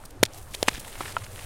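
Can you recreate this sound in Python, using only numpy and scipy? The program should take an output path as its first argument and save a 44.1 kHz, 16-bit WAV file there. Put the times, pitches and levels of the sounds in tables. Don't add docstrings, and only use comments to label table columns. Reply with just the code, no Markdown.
import sys
import numpy as np
from scipy import signal
from scipy.io import wavfile

SR = 44100
rng = np.random.default_rng(int(sys.argv[2]) if len(sys.argv) > 2 else 0)


def unload_audio(sound):
    columns = np.transpose(np.atleast_2d(sound))
    steps = np.round(np.clip(columns, -1, 1) * 32767)
    wavfile.write(sys.argv[1], SR, steps.astype(np.int16))


def undo_db(level):
    steps = np.asarray(level, float) / 20
    return 10 ** steps


N = 63945


def rms_one(x):
    return x / np.sqrt(np.mean(x ** 2) + 1e-20)


def along(rows, x, log=False):
    a, b = np.transpose(rows)
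    if log:
        return np.interp(np.log(x), np.log(a), b)
    return np.interp(x, a, b)


def drift(rate_hz):
    step = 40
    r = np.exp(-2 * np.pi * rate_hz * step / SR)
    slow = signal.lfilter([1], [1, -2 * r, r * r], rng.standard_normal(N // step + 2002))
    slow = slow[2000:]
    return np.interp(np.arange(N) / step, np.arange(len(slow)), rms_one(slow))


def band_pass(x, low_hz, high_hz):
    return signal.sosfilt(signal.butter(2, [low_hz, high_hz], "band", fs=SR, output="sos"), x)


def ring(clicks, hz, t60):
    r = 10 ** (-3 / (t60 * SR))
    w = 2 * np.pi * hz / SR
    return signal.lfilter([0, np.sin(w)], [1, -2 * r * np.cos(w), r * r], clicks + 1e-18)


def grains(shape, spread_db):
    size = undo_db(spread_db * np.minimum(rng.exponential(1, shape), 4))
    return size * rng.choice([-1, 1], shape)


def add(out, s, x):
    i = int(s * SR)
    out[i:i + len(x)] += x[:len(out) - i]


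def pulse(db, hz, cycles):
    u = np.arange(3000) / SR * hz
    x = -np.sin(2 * np.pi * u) * u * np.exp(-u / cycles * 2)
    x = signal.lfilter(*signal.butter(2, hz / 2.8, "high", fs=SR), x)
    return undo_db(db) * x / np.abs(x).max()


def fracture(out, s, db, hz, cycles, edge_db):
    t = np.arange(60) / SR
    edge = np.diff(rng.standard_normal(61)) * np.exp(-t / .0004)
    add(out, s, pulse(db, hz, cycles))
    add(out, s + .4 / hz, undo_db(db + edge_db) * edge)


def snaps():
    # (time [s], peak level [dB], pitch [Hz], decay [cycles])
    breaks = [(.2296, -4, 440, .5), (.2304, -12, 6000, 2.5), (.2321, -12, 1000, 1.0),
              (.2338, -3, 2000, 1.0), (.2353, -4, 3800, 1.4), (.3358, -30, 6000, 1.2),
              (.5423, -28, 2100, 1.5), (.5442, -27, 3300, 1.5), (.5475, -32, 600, .6),
              (.5486, -21, 3600, 1.8), (.6279, -11, 520, .6), (.6281, -10, 3800, 1.6),
              (.6284, -14, 5800, 1.6), (.6308, -17, 2200, .9), (.6733, -27, 2900, 2.0),
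              (.6802, -21, 330, .6), (.683, -10, 850, .7), (.6838, -19, 280, .6), (.6844, -1, 2000, .75),
              (.6869, -11, 2800, 1.2), (.6893, -19, 2200, 1.2), (.733, -33, 45, .7), (.779, -35, 250, .6),
              (1.0066, -27, 350, .6), (1.0074, -20, 1200, 1.5), (1.011, -22, 800, .8),
              (1.0578, -25, 1700, 1.5)]
    out = np.zeros(N)
    for s, db, hz, cycles in breaks:
        fracture(out, s, db, hz, cycles, edge_db=-20)
    return out


def grit():
    # (time [s], hold [s], rms level [dB], centre [Hz])
    bursts = [(0.052, 0.0079, -42.5, 8400), (.105, .006, -47.5, 8400), (.2295, .0064, -17, 6000),
              (0.2518, 0.01, -38.5, 4000), (0.343, 0.0053, -45, 7400), (0.373, .014, -45.5, 9000),
              (0.506, 0.035, -56, 4080), (0.534, 0.02, -43, 5000), (0.545, 0.0069, -33, 5800),
              (0.6285, 0.0014, -20.5, 6900), (.672, 0.0096, -41, 5000), (0.6804, 0.0067, -22, 4350),
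              (.689, .003, -27.5, 2500), (0.711, 0.0067, -45, 1500), (.739, 0.014, -41.5, 3500),
              (.76, 0.023, -45.5, 2190), (.795, .008, -37, 11000), (0.876, 0.0081, -46, 5030),
              (1.005, 0.0099, -35.5, 1180), (1.053, 0.012, -39.5, 1460), (1.076, 0.027, -48.5, 3000),
              (1.08, 0.0067, -42, 1111), (1.12, 0.006, -42, 5400), (1.235, 0.015, -45.5, 3500)]
    rise_s, fall_s = .0005, .0008
    tail_db, tail_s = -20, .005
    out, t = np.zeros(N), np.arange(3000) / SR
    for s, hold, db, hz in bursts:
        noise = grains(len(t), spread_db=4.5)
        noise = rms_one(band_pass(noise, hz / 2 ** 1.5, min(hz * 2.27, .45 * SR)))
        after = np.maximum(t - hold, 0)
        fall = np.exp(-after / fall_s) + undo_db(tail_db) * np.exp(-after / tail_s)
        add(out, s, undo_db(db) * (1 - np.exp(-t / rise_s)) * fall * noise)
    return out


def ticks():
    # (time [s], peak level [dB], pitch [Hz])
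    lone_crumbs = [(.038, -36, 1320), (0.2533, -17.5, 4300), (0.2612, -23.5, 3560), (.6614, -41, 2600),
                   (.7118, -35, 2020), (0.7321, -29, 2800), (.748, -27.5, 1690), (0.7562, -23, 2850),
                   (.7685, -30.5, 2450), (0.779, -32, 1770), (0.8017, -35.5, 2800), (0.8476, -29.5, 2430),
                   (0.8797, -33.5, 1880), (0.9284, -30.5, 3000), (.955, -32.5, 2290), (.978, -36, 1910),
                   (1.0246, -32, 2600), (1.033, -29, 1910), (1.08, -33, 2000), (1.11, -36.5, 1190),
                   (1.1235, -44, 3500), (1.1833, -29, 5000), (1.186, -36, 5000), (1.2202, -33, 1550),
                   (1.2651, -31, 2200), (1.332, -32, 8060), (1.3602, -30.5, 2800), (1.379, -34, 1740),
                   (1.392, -28, 2350), (1.435, -36, 2500)]
    cycles, edge_db = .7, -11
    bounce_s, bounce_db = .0025, -9
    out = np.zeros(N)
    for s, db, hz in lone_crumbs:
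        fracture(out, s, db, hz, cycles, edge_db)
        for late, size in rng.random((2, 2)):
            bounce_time = s + (.2 + late) * bounce_s
            fracture(out, bounce_time, db + bounce_db, hz * (.6 + size), 2 * cycles, edge_db)
    return out


def knock():
    # (pitch [Hz], level [dB], t60 [s])
    wall_modes = [(680, -15, 0.041), (1010, -4, .018), (1340, 0.5, .018), (1860, -16, 0.0082),
                  (2530, -14.5, 0.012), (2960, -16, 0.014)]
    click = np.zeros(N)
    click[int(1.1669 * SR)] = undo_db(-13)
    click = signal.sosfilt(signal.butter(4, 3500, fs=SR, output="sos"), click)
    wall = sum(undo_db(db) * ring(click, hz, t60) for hz, db, t60 in wall_modes)
    return signal.sosfilt(signal.butter(3, 650, "high", fs=SR, output="sos"), wall)


def crumbs():
    # (time [s], level [dB], coarseness [dB per octave])
    flow = [(0, -57, 1.5), (.2, -64.5, 2.7), (.3, -57.5, 3.8), (.36, -50, -0.7), (.45, -58, -3.5),
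            (.58, -49.5, -0.3), (.65, -48.5, 0.7), (.71, -45, 1), (.82, -49, 1.7), (.89, -46.5, -1),
            (.94, -48, 1.9), (1.0, -43.5, 1.5), (1.12, -43, 2.5), (1.14, -47.5, 2), (1.25, -50.5, 1.2),
            (1.3, -51.5, -0.7), (1.39, -45.5, 1), (1.45, -46, 0.5)]
    # (pitch [Hz], level [dB])
    grain_colour = [(600, 3), (1500, -1), (3000, 3.3), (5500, -4), (9000, 2.5), (12000, 2.5), (15500, -1.5)]
    crumbs_per_s, ring_cycles = 24000, 3.0
    gust_db, patch_db = 1.0, 1.5
    s, db, coarse = np.transpose(flow)
    time = np.arange(N) / SR
    db, coarse = np.interp(time, s, db), np.interp(time, s, coarse)
    born = grains(N, spread_db=3.5) * (rng.random(N) < crumbs_per_s / SR)
    pitches = np.geomspace(600, 15500, 24)
    dealt = (24 * rng.random(N) ** .5).astype(int)
    rain = 0
    for k, hz in enumerate(pitches):
        colour_db = along(grain_colour, hz, True) + coarse * np.log2(6000 / hz) + patch_db * drift(20)
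        ringing = rms_one(ring(born * (dealt == k), hz, ring_cycles * 3 / hz))
        rain = rain + undo_db(colour_db) * np.sqrt(hz / 93000.0) * ringing
    return undo_db(db + gust_db * drift(71)) * rain


def rumble():
    # (time [s], level [dB])
    handling = [
        (0.0, -70),
        (0.044, -45.5),
        (0.084, -65),
        (0.242, -39.5),
        (0.302, -53),
        (0.75, -46.5),
        (0.92, -58.5),
        (1.05, -42.5),
        (1.45, -46.5),
    ]
    centre_hz, width_hz = 97.9, 44.6
    noise = rng.standard_normal(N + SR)
    hum = band_pass(noise, centre_hz - width_hz / 2, centre_hz + width_hz / 2)[SR:]
    return undo_db(along(handling, np.arange(N) / SR)) * rms_one(hum)


def air():
    # (frequency [Hz], level [dB per Hz])
    air_colour = [(20, 4.4), (60, -3), (110, -15.5), (180, -14.5), (600, -13.5), (1500, -24), (3000, -38.5),
                  (16000, -40.5)]
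    edges = 20 * 2 ** np.arange(0, 10, .5)
    white = rng.standard_normal((2, N + SR))
    out = 0
    for k, (low, high) in enumerate(zip(edges, edges[1:])):
        band = band_pass(white[k % 2], low, high)[SR:]
        level_db = along(air_colour, np.sqrt(low * high), True) + 3 * drift(9.4)
        out = out + undo_db(level_db) * band
    return undo_db(-46.5) * rms_one(out)


def scene():
    return (snaps() + grit() + ticks() + knock() + crumbs() + rumble() + air())[None]


def top_cut(x):
    return signal.sosfilt(signal.butter(12, 16830, fs=SR, output="sos"), x)


def record(dry):
    port_hz, port_width_hz, port_gain = 9000, 1740, 0.42
    port = signal.lfilter(*signal.iirpeak(port_hz, port_hz / port_width_hz, SR), dry)
    x = dry + port_gain * port
    x = signal.lfilter(*signal.butter(1, 12240, fs=SR), x)
    x = np.clip(x + .0029, -1, 1)
    x = signal.sosfilt(signal.cheby2(16, 60, 16000 * 1.03, fs=SR, output="sos"), x)
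    return top_cut(x)


dry = scene()
out = record(dry)
unload_audio(out)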